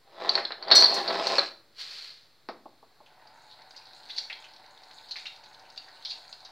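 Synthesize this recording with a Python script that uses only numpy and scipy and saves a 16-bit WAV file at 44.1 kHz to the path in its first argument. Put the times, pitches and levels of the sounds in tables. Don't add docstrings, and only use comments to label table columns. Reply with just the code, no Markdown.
import sys
import numpy as np
from scipy import signal
from scipy.fft import rfft, irfft, next_fast_len
from scipy.io import wavfile
from scipy.ndimage import uniform_filter1d, minimum_filter1d, map_coordinates

SR = 44100
rng = np.random.default_rng(int(sys.argv[2]) if len(sys.argv) > 2 else 0)


def to_wav(s):
    ch = np.atleast_2d(s).T
    pcm = np.round(np.clip(ch, -1, 1) * 32767)
    wavfile.write(sys.argv[1], SR, pcm.astype(np.int16))


N = 287091

# (f/Hz, relative level/dB)
SPLASH_SPECTRUM = [(60, -62), (400, -35), (1500, -25), (3000, -18), (3800, -5), (4300, 0), (4700, -3),
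                   (5200, -11), (6200, -19), (7500, -33), (11000, -41), (15500, -47)]
MIC_HZ = 4350
HANDS_IN_S = 3.55


def board():
    # (full speed from/s, until/s, wood rumble level/dB, grit against the wood/dB, rise/dB per s)
    pulls = [(0.228, 0.386, -35.5, -16.5, 186), (0.713, 0.992, -30.5, -22.5, 237),
             (1.11, 1.362, -30.5, -10, 166)]
    # (f/Hz, relative level/dB)
    wood_spectrum = [(60, -50), (130, -22), (200, -13), (280, -10.5), (360, 3), (460, -5.5), (570, 3.5),
                     (780, 1.5), (1100, -3), (1500, -9.5), (1900, -7.5), (2600, -21.5), (4000, -6.5),
                     (6000, -52.5)]
    grit_spectrum = [(60, -70.5), (800, -38.5), (2500, -1), (3500, -10.5), (4300, -2.5), (5000, 0),
                     (6000, -16.5), (7500, -23), (8200, -23), (9200, -38), (16000, -54.5)]
    pull_fall_db_per_s = 162.5
    grit_growth_db_per_s = 39.5
    judder_db = 1.5

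    rumble_gain, scrape_gain = np.zeros((2, N))
    for start, end, db, grit_db, rise in pulls:
        speed = swell(start, end, rise, pull_fall_db_per_s)
        age = np.clip(np.arange(N) / SR - start, 0, end - start)
        rumble_gain += amp(db) * speed
        scrape_gain += amp(db + grit_db + grit_growth_db_per_s * age) * speed
    wood = unit(room(colour(grains(rate=700, spread_db=4.5), wood_spectrum), wet_db=1))
    grit = unit(room(colour(grains(rate=380, spread_db=3.5), grit_spectrum), wet_db=2))
    rumble = amp(judder_db * wobble(39.8)) * rumble_gain * wood
    scrape = amp(judder_db * wobble(50)) * scrape_gain * grit
    return rumble + scrape


def clatter():
    # (t/s, click level/dB, wooden knock level/dB, click pitch f/Hz, click length/s)
    clacks = [(0.2926, -14, -38, 4300, .025), (0.3533, -15.5, -28.5, 4280, .035),
              (0.378, -32, -22.5, 4230, .05), (0.4517, -24, -38.5, 4000, .025),
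              (0.5066, -49.5, -31, 4530, .05), (0.521, -27, -40, 3950, 0.024),
              (0.626, -32, -38.5, 4300, .12), (0.682, -33.5, -38.5, 4400, .06),
              (0.7042, -24, -27, 4120, .08), (0.714, -7, -15, 4130, .08), (0.78, -14, -25.5, 4200, .07),
              (0.824, -7, -24, 4310, .05), (0.843, -12.5, -32, 4200, .06), (1.078, -23, -37.5, 4340, .11),
              (1.27, -18, -45, 4350, .05), (1.383, -19, -20.5, 4160, .024),
              (1.3917, -15, -34.5, 4140, .037)]
    # (t/s, tick level/dB, ring level/dB)
    clinks = [(0.29, -49, -68.5), (0.753, -26, -27.5), (0.802, -27.5, -43), (0.942, -32.5, -54.5),
              (1.269, -37.5, -57), (1.381, -37, -77)]
    # (f/Hz, relative level/dB)
    click_spectrum = [(60, -75), (1000, -45.5), (2600, -29.5), (3400, -14), (3900, -4), (4250, 5),
                      (4600, 8.5), (5100, -11), (5700, -15.5), (6600, -42.5), (10000, -56.5), (16000, -66)]
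    knock_spectrum = [(30, -68.5), (100, -52), (180, -19.5), (350, -4.5), (850, 0.5), (1800, -0.5),
                      (2800, -9.5), (5000, -30.5), (9000, -65)]
    tick_spectrum = [(40, -66.5), (1000, -38), (3000, -13), (5800, 12.5), (6700, -5.5), (7700, -2.5),
                     (9500, -17.5), (10500, -8.5), (12300, -23), (15500, -16)]
    # (f/Hz, relative level/dB, time to fade 60 dB/s)
    glass_modes = [(3776, 14.5, 0.15), (4290, 17, 0.43), (4470, -3.5, 0.33), (4940, 4, 0.13),
                   (5160, -0.5, 0.24), (5810, 8.5, 0.16), (7686, -3, 0.11), (7580, -4, 0.08),
                   (8600, -22, 0.12), (8900, -18.5, .1), (10500, -17.5, 0.087), (12080, -17.5, 0.19),
                   (13070, -17.5, 0.096), (14570, -17, 0.12), (15470, -13, .08)]
    utensil_modes = [(566, 8, 0.15), (1264, -10, .3), (1670, -1.5, .34), (2404, -14, .27), (4307, 5, 0.08)]
    rocking_start_s, rocking_end_s, rocking_db = .75, .86, -24
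    rocking_rise_db_per_s, rocking_fall_db_per_s = 660, 129.5
    bump_s, bump_db = 1.383, -27.5

    clicks, knocks, rings = np.zeros((3, N))
    for s, click_db, knock_db, hz, length in clacks:
        add(clicks, s, amp(click_db) * burst(shifted(click_spectrum, hz), length, snap=9.1))
        add(knocks, s, amp(knock_db) * burst(knock_spectrum, 0.17, snap=16))
    rocking = swell(rocking_start_s, rocking_end_s, rocking_rise_db_per_s, rocking_fall_db_per_s)
    rattling = unit(colour(grains(rate=430, spread_db=2), click_spectrum))
    clicks += amp(rocking_db) * rocking * rattling
    for s, tick_db, ring_db in clinks:
        add(rings, s, amp(ring_db) * ring(glass_modes, chatter=.09))
        add(clicks, s, amp(tick_db) * burst(tick_spectrum, .09, snap=2))
    add(rings, bump_s, amp(bump_db) * ring(utensil_modes, chatter=.006))
    thin = signal.butter(2, 450, "highpass", fs=SR, output="sos")
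    ringing = room(signal.sosfilt(thin, rings), wet_db=-12)
    return room(clicks + knocks, wet_db=-4.0) + ringing


def bag():
    # (full from/s, until/s, crinkle level/dB)
    crumples = [(1.804, 1.797, -36), (1.914, 2.07, -45)]
    # (f/Hz, relative level/dB)
    film_spectrum = [(100, -45), (400, -23.5), (1000, -19.5), (1700, -13), (2800, -12), (3700, -7),
                     (4300, 1.5), (5000, -8.5), (6000, -19.5), (8000, -29), (11000, -35.5), (15500, -42)]
    rise_db_per_s, fall_db_per_s = 495.5, 100

    gain = np.zeros(N)
    for start, end, db in crumples:
        gain += amp(db) * swell(start, end, rise_db_per_s, fall_db_per_s)
    snaps = colour(grains(rate=3700, spread_db=4.0), film_spectrum)
    return gain * unit(room(snaps, wet_db=-4.5))


def pipe():
    # (t/s, thud level/dB)
    pipe_knocks = [(2.488, -31), (2.657, -41), (2.828, -50), (3.004, -49)]
    # (f/Hz, relative level/dB)
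    pipe_spectrum = [(30, -37), (100, -30), (200, 3.5), (400, 2), (850, 6), (1100, 2), (1600, -21),
                     (3000, -24.5), (6000, -42)]
    rattle_spectrum = [(400, -40), (1200, 19), (2400, 5.5), (3200, 0.5), (4200, 12), (5300, 3), (6200, -17),
                       (12000, -50)]
    hollow_db = -2.5
    fitting_db, fitting_growth = -33, 3.6

    out = np.zeros(N)
    for s, thud_db in pipe_knocks:
        wave = bending_wave(start_hz=980, end_hz=290, glide=.019, t60=.095)
        blurred = signal.fftconvolve(wave, flurry(.025, snap=20))
        rattle_db = fitting_db + fitting_growth * (thud_db - pipe_knocks[0][1])
        add(out, s, amp(thud_db) * blurred / np.abs(blurred).max())
        add(out, s, amp(thud_db + hollow_db) * burst(pipe_spectrum, 0.072, snap=7.5))
        add(out, s, amp(rattle_db) * burst(rattle_spectrum, 0.14, snap=18))
    return room(out, wet_db=-6.0)


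def tap():
    # (f/Hz, relative level/dB)
    sink_spectrum = [(30, -28), (80, -35), (250, -14), (520, -12), (690, 0.5), (820, 2), (960, 0),
                     (1220, -11), (1500, -5), (2000, -10.5), (3000, -19.5), (6000, -49.5)]
    spray_spectrum = [(60, -73), (1000, -18), (2000, -25), (3100, -12), (3900, 8), (4350, 10.5), (5000, 1),
                      (6000, -22), (8000, -23), (11000, -21), (15500, -27)]
    microphone_spectrum = [(60, -20), (1500, -11), (3000, -7), (3800, 8), (4350, 12.5), (5200, -3),
                           (6500, 7), (9000, 17), (15500, -27)]
    open_s, open_rise_db_per_s, drum_db = 3.14, 73, -57.5
    hands_rise_db_per_s, spray_db = 28, -59
    rub_peak_s, rub_period_s, rub_db = 4.16, 1, 3

    flow = swell(open_s, N / SR, open_rise_db_per_s, 0)
    hands_in = swell(HANDS_IN_S, N / SR, hands_rise_db_per_s, 0)
    rubbing = np.cos(2 * np.pi * (np.arange(N) / SR - rub_peak_s) / rub_period_s)
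    spray_gain = amp(spray_db + rub_db * rubbing + 1.3 * wobble(4)) * hands_in
    basin = unit(room(colour(grains(rate=1200, spread_db=7.5), sink_spectrum), wet_db=5))
    drops = unit(room(colour(grains(rate=600, spread_db=4), spray_spectrum), wet_db=0))
    plinks = bubbles(rate=150, centre_hz=3400, cycles=5, spread_db=7)
    plinks = unit(room(colour(plinks, microphone_spectrum), wet_db=5))
    spatter = .85 * drops + .55 * plinks
    drumming = amp(drum_db + 0.2 * wobble(10)) * basin
    return flow * (drumming + spray_gain * spatter)


def hands():
    # (t/s, level/dB, centre f/Hz, time to rise 60 dB/s, time to fade 60 dB/s)
    splashes = [(3.272, -52.5, 4700, 0.0092, .06), (3.52, -50, 4050, 0.13, .15),
                (3.763, -43.5, 4730, .005, 0.093), (3.933, -48.5, 4400, 0.0068, 0.025),
                (4.104, -37, 4190, 0.043, 0.12), (4.167, -36, 4454, .04, 0.13),
                (4.183, -24, 4270, 0.025, 0.044), (4.328, -34, 3850, 0.0057, 0.032),
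                (4.984, -45.5, 3840, .01, 0.038), (5.11, -32.5, 4480, 0.0068, 0.088),
                (5.164, -37.5, 4350, 0.044, 0.19), (5.267, -34.5, 3950, 0.022, .06),
                (5.776, -34, 4500, 0.005, 0.028), (6.05, -31, 4110, 0.0044, .09),
                (6.116, -32.5, 4350, 0.19, 0.068), (6.327, -37, 4560, 0.0033, 0.032),
                (6.451, -43, 4700, 0.013, 0.047)]
    # (t/s, level/dB, cavity f/Hz, length/s)
    squelches = [(3.062, -54, 2900, 0.094), (4.0976, -45, 2140, 0.06), (4.1834, -39, 1890, 0.022),
                 (4.2994, -35, 2250, .12), (4.4424, -44, 3020, .068), (5.157, -40, 2180, 0.17),
                 (5.256, -36.5, 2630, 0.1), (5.88, -49, 1620, 0.13)]
    drips_per_s, drip_db, drip_length_s = 14, -49, 0.032
    gurgle_hz, gurgle_db = 2006, -57.5
    lead = .08

    out = np.zeros(N)
    for s, db, hz, rise, length in splashes:
        add(out, s - lead, amp(db) * splash(hz, rise, length, lead))
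    for s, db, hz, length in squelches:
        add(out, s, amp(db) * burst(cavity(hz), length, snap=5))
    for s in np.arange(HANDS_IN_S, N / SR, 1 / drips_per_s):
        drip_late, pop_late, pitch = rng.uniform(-1, 1, 3)
        drip_spectrum = shifted(SPLASH_SPECTRUM, MIC_HZ * np.exp(.08 * pitch))
        drip = burst(drip_spectrum, drip_length_s, snap=1)
        pop = burst(cavity(gurgle_hz * np.exp(.35 * pitch)), 2 * drip_length_s, snap=1)
        add(out, s + drip_late / drips_per_s, amp(drip_db) * drip)
        add(out, s + pop_late / drips_per_s, amp(gurgle_db) * pop)
    return room(out, wet_db=-2.0)


def background():
    # (f/Hz, relative level/dB)
    quiet_spectrum = [(20, -24), (45, -13.5), (70, -9.5), (100, -7.5), (135, 2), (200, -8.5), (450, -3),
                      (800, -6), (2000, -8.5), (3000, -14.5), (4300, -2), (6000, -21.5), (15500, -41)]
    hum_hz, hum_db, air_db = 100, -84, -66
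    hum = np.sqrt(2) * np.sin(2 * np.pi * hum_hz * np.arange(N) / SR)
    air = unit(colour(rng.standard_normal(N), quiet_spectrum))
    return amp(hum_db) * hum + amp(air_db) * air


def splash(hz, rise, length, lead, count=220, size=128):
    t = np.arange(SR // 4) / SR - lead
    shape = amp(-60 * np.maximum(-t / max(rise, .002), t / max(length, .005)))
    droplets = rng.standard_normal(len(t)) * amp(5 * rng.standard_normal(len(t))) * shape
    starts = rng.integers(0, len(t), (count, 1))
    bubble_hz = hz * np.exp(.3 * rng.standard_normal((count, 1)))
    cycles = bubble_hz * np.arange(SR // 80) / SR
    tones = shape[starts] * np.exp(-cycles / 9) * np.sin(2 * np.pi * cycles * (1 + cycles / 500))
    places = starts + np.arange(SR // 80)
    wet = np.bincount(places.ravel(), tones.ravel(), len(t))[:len(t)]
    x = colour(unit(droplets) + .8 * unit(wet), shifted(SPLASH_SPECTRUM, hz))
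    return x / np.sqrt(uniform_filter1d(x ** 2, size).max())


def bubbles(rate, centre_hz, cycles, spread_db):
    draws = rng.standard_normal((int(rate * N / SR), 2))
    starts = rng.integers(0, N, len(draws))
    t = np.arange(SR // 40) / SR
    hz = np.clip(centre_hz * np.exp(0.4 * draws[:, :1]), 900, 6500)
    age = t * hz / cycles
    rise = 1 + .025 * np.minimum(age, 4)
    strength = amp(spread_db * np.tanh(draws[:, 1:]))
    tones = strength * np.exp(-age) * np.sin(2 * np.pi * hz * t * rise)
    places = starts[:, None] + np.arange(len(t))
    return unit(np.bincount(places.ravel(), tones.ravel(), N)[:N])


def cavity(hz):
    return [(hz / 30, -55), (hz / 1.5, -14), (hz / 1.15, -3), (hz, 0), (hz * 1.15, -4),
            (hz * 1.45, -13), (hz * 2.1, -17), (hz * 3, -38), (hz * 6, -54)]


def bending_wave(start_hz, end_hz, glide, t60):
    t = np.arange(SR // 4) / SR
    hz = end_hz + (start_hz - end_hz) * np.exp(-t / glide)
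    onset = 1 - np.exp(-t / 0.0021)
    return np.sin(2 * np.pi * np.cumsum(hz) / SR) * amp(-60 * t / t60) * onset


def ring(modes, chatter):
    t = np.arange(SR // 4) / SR
    tone = np.zeros(len(t))
    for hz, db, t60 in modes:
        tone += amp(db - 60 * t / t60) * np.sin(2 * np.pi * hz * t)
    return signal.fftconvolve(tone, flurry(chatter, snap=8))


def burst(spectrum, length, snap, size=128):
    x = colour(flurry(length, snap), spectrum)
    return x / np.sqrt(uniform_filter1d(x ** 2, size).max())


def flurry(length, snap):
    t = np.arange(SR // 8) / SR
    sizes_db = 3 * rng.standard_normal(len(t)) - 60 * t / max(length, .005)
    x = rng.standard_normal(len(t)) * amp(sizes_db)
    x[0] += snap
    return x / np.linalg.norm(x)


def grains(rate, spread_db):
    hits = rng.random(N) < rate / SR
    signs = rng.choice([-1, 1], N)
    sizes = amp(spread_db * rng.standard_normal(N).clip(-2.3, 2.3))
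    return unit(hits * signs * sizes)


def room(x, wet_db, delay=.003):
    # (f/Hz, time to fade 60 dB/s)
    kitchen_decay = [(150, 0.88), (600, 0.36), (1500, 0.39), (4300, 0.35), (8000, 0.43), (15000, 1)]
    hz, t, z = signal.stft(rng.standard_normal(SR // 2), SR, nperseg=256)
    fade = amp(-60 * t / along(kitchen_decay, hz)[:, None])
    tail = signal.istft(z * fade, SR, nperseg=256)[1]
    tail = np.pad(tail / np.linalg.norm(tail), (round(delay * SR), 0))
    return x + amp(wet_db) * signal.fftconvolve(x, tail)[:N]


def colour(x, spectrum, size=2048):
    cepstrum = irfft(np.log(amp(along(spectrum, np.fft.rfftfreq(size, 1 / SR)))))
    cepstrum[1:size // 2] *= 2
    cepstrum[size // 2 + 1:] = 0
    response = irfft(np.exp(rfft(cepstrum)))
    return signal.fftconvolve(x, response)[:len(x)]


def shifted(spectrum, hz):
    return [(f * hz / MIC_HZ, db) for f, db in spectrum]


def swell(start, end, rise, fall):
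    t = np.arange(N) / SR
    return amp(-rise * np.maximum(start - t, 0) - fall * np.maximum(t - end, 0))


def wobble(rate):
    knots = rng.standard_normal(int(N * rate / SR) + 4)
    return map_coordinates(knots, [np.arange(N) * rate / SR])


def add(track, s, x):
    part = track[max(round(s * SR), 0):][:len(x)]
    part += x[:len(part)]


def amp(db):
    return np.exp(np.asarray(db) * (np.log(10) / 20))


def unit(x):
    return x / np.sqrt(np.mean(x ** 2) + 1e-20)


def along(points, hz):
    f, v = np.transpose(points)
    return np.interp(np.log(hz + 1), np.log(f + 1), v)


def scene():
    low_cut = signal.butter(2, 130, "highpass", fs=SR, output="sos")
    sources = board() + clatter() + bag() + pipe() + tap() + hands()
    mono = signal.sosfilt(low_cut, sources) + background()
    return np.array([mono, mono])


def record(dry):
    ceiling, top_hz = .8, 15800
    hiss_db, offset = -73, -.0006
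    needed = np.minimum(1, ceiling / (np.abs(dry).max(0) + 1e-9))
    gain = uniform_filter1d(minimum_filter1d(needed, size=257), size=129)
    x = dry * gain + amp(hiss_db) * rng.standard_normal(dry.shape) + offset
    m = next_fast_len(N + SR // 2)
    passed = np.fft.rfftfreq(m, 1 / SR) < top_hz
    return irfft(rfft(x, m) * passed, m)[:, :N]


dry = scene()
out = record(dry)
to_wav(out)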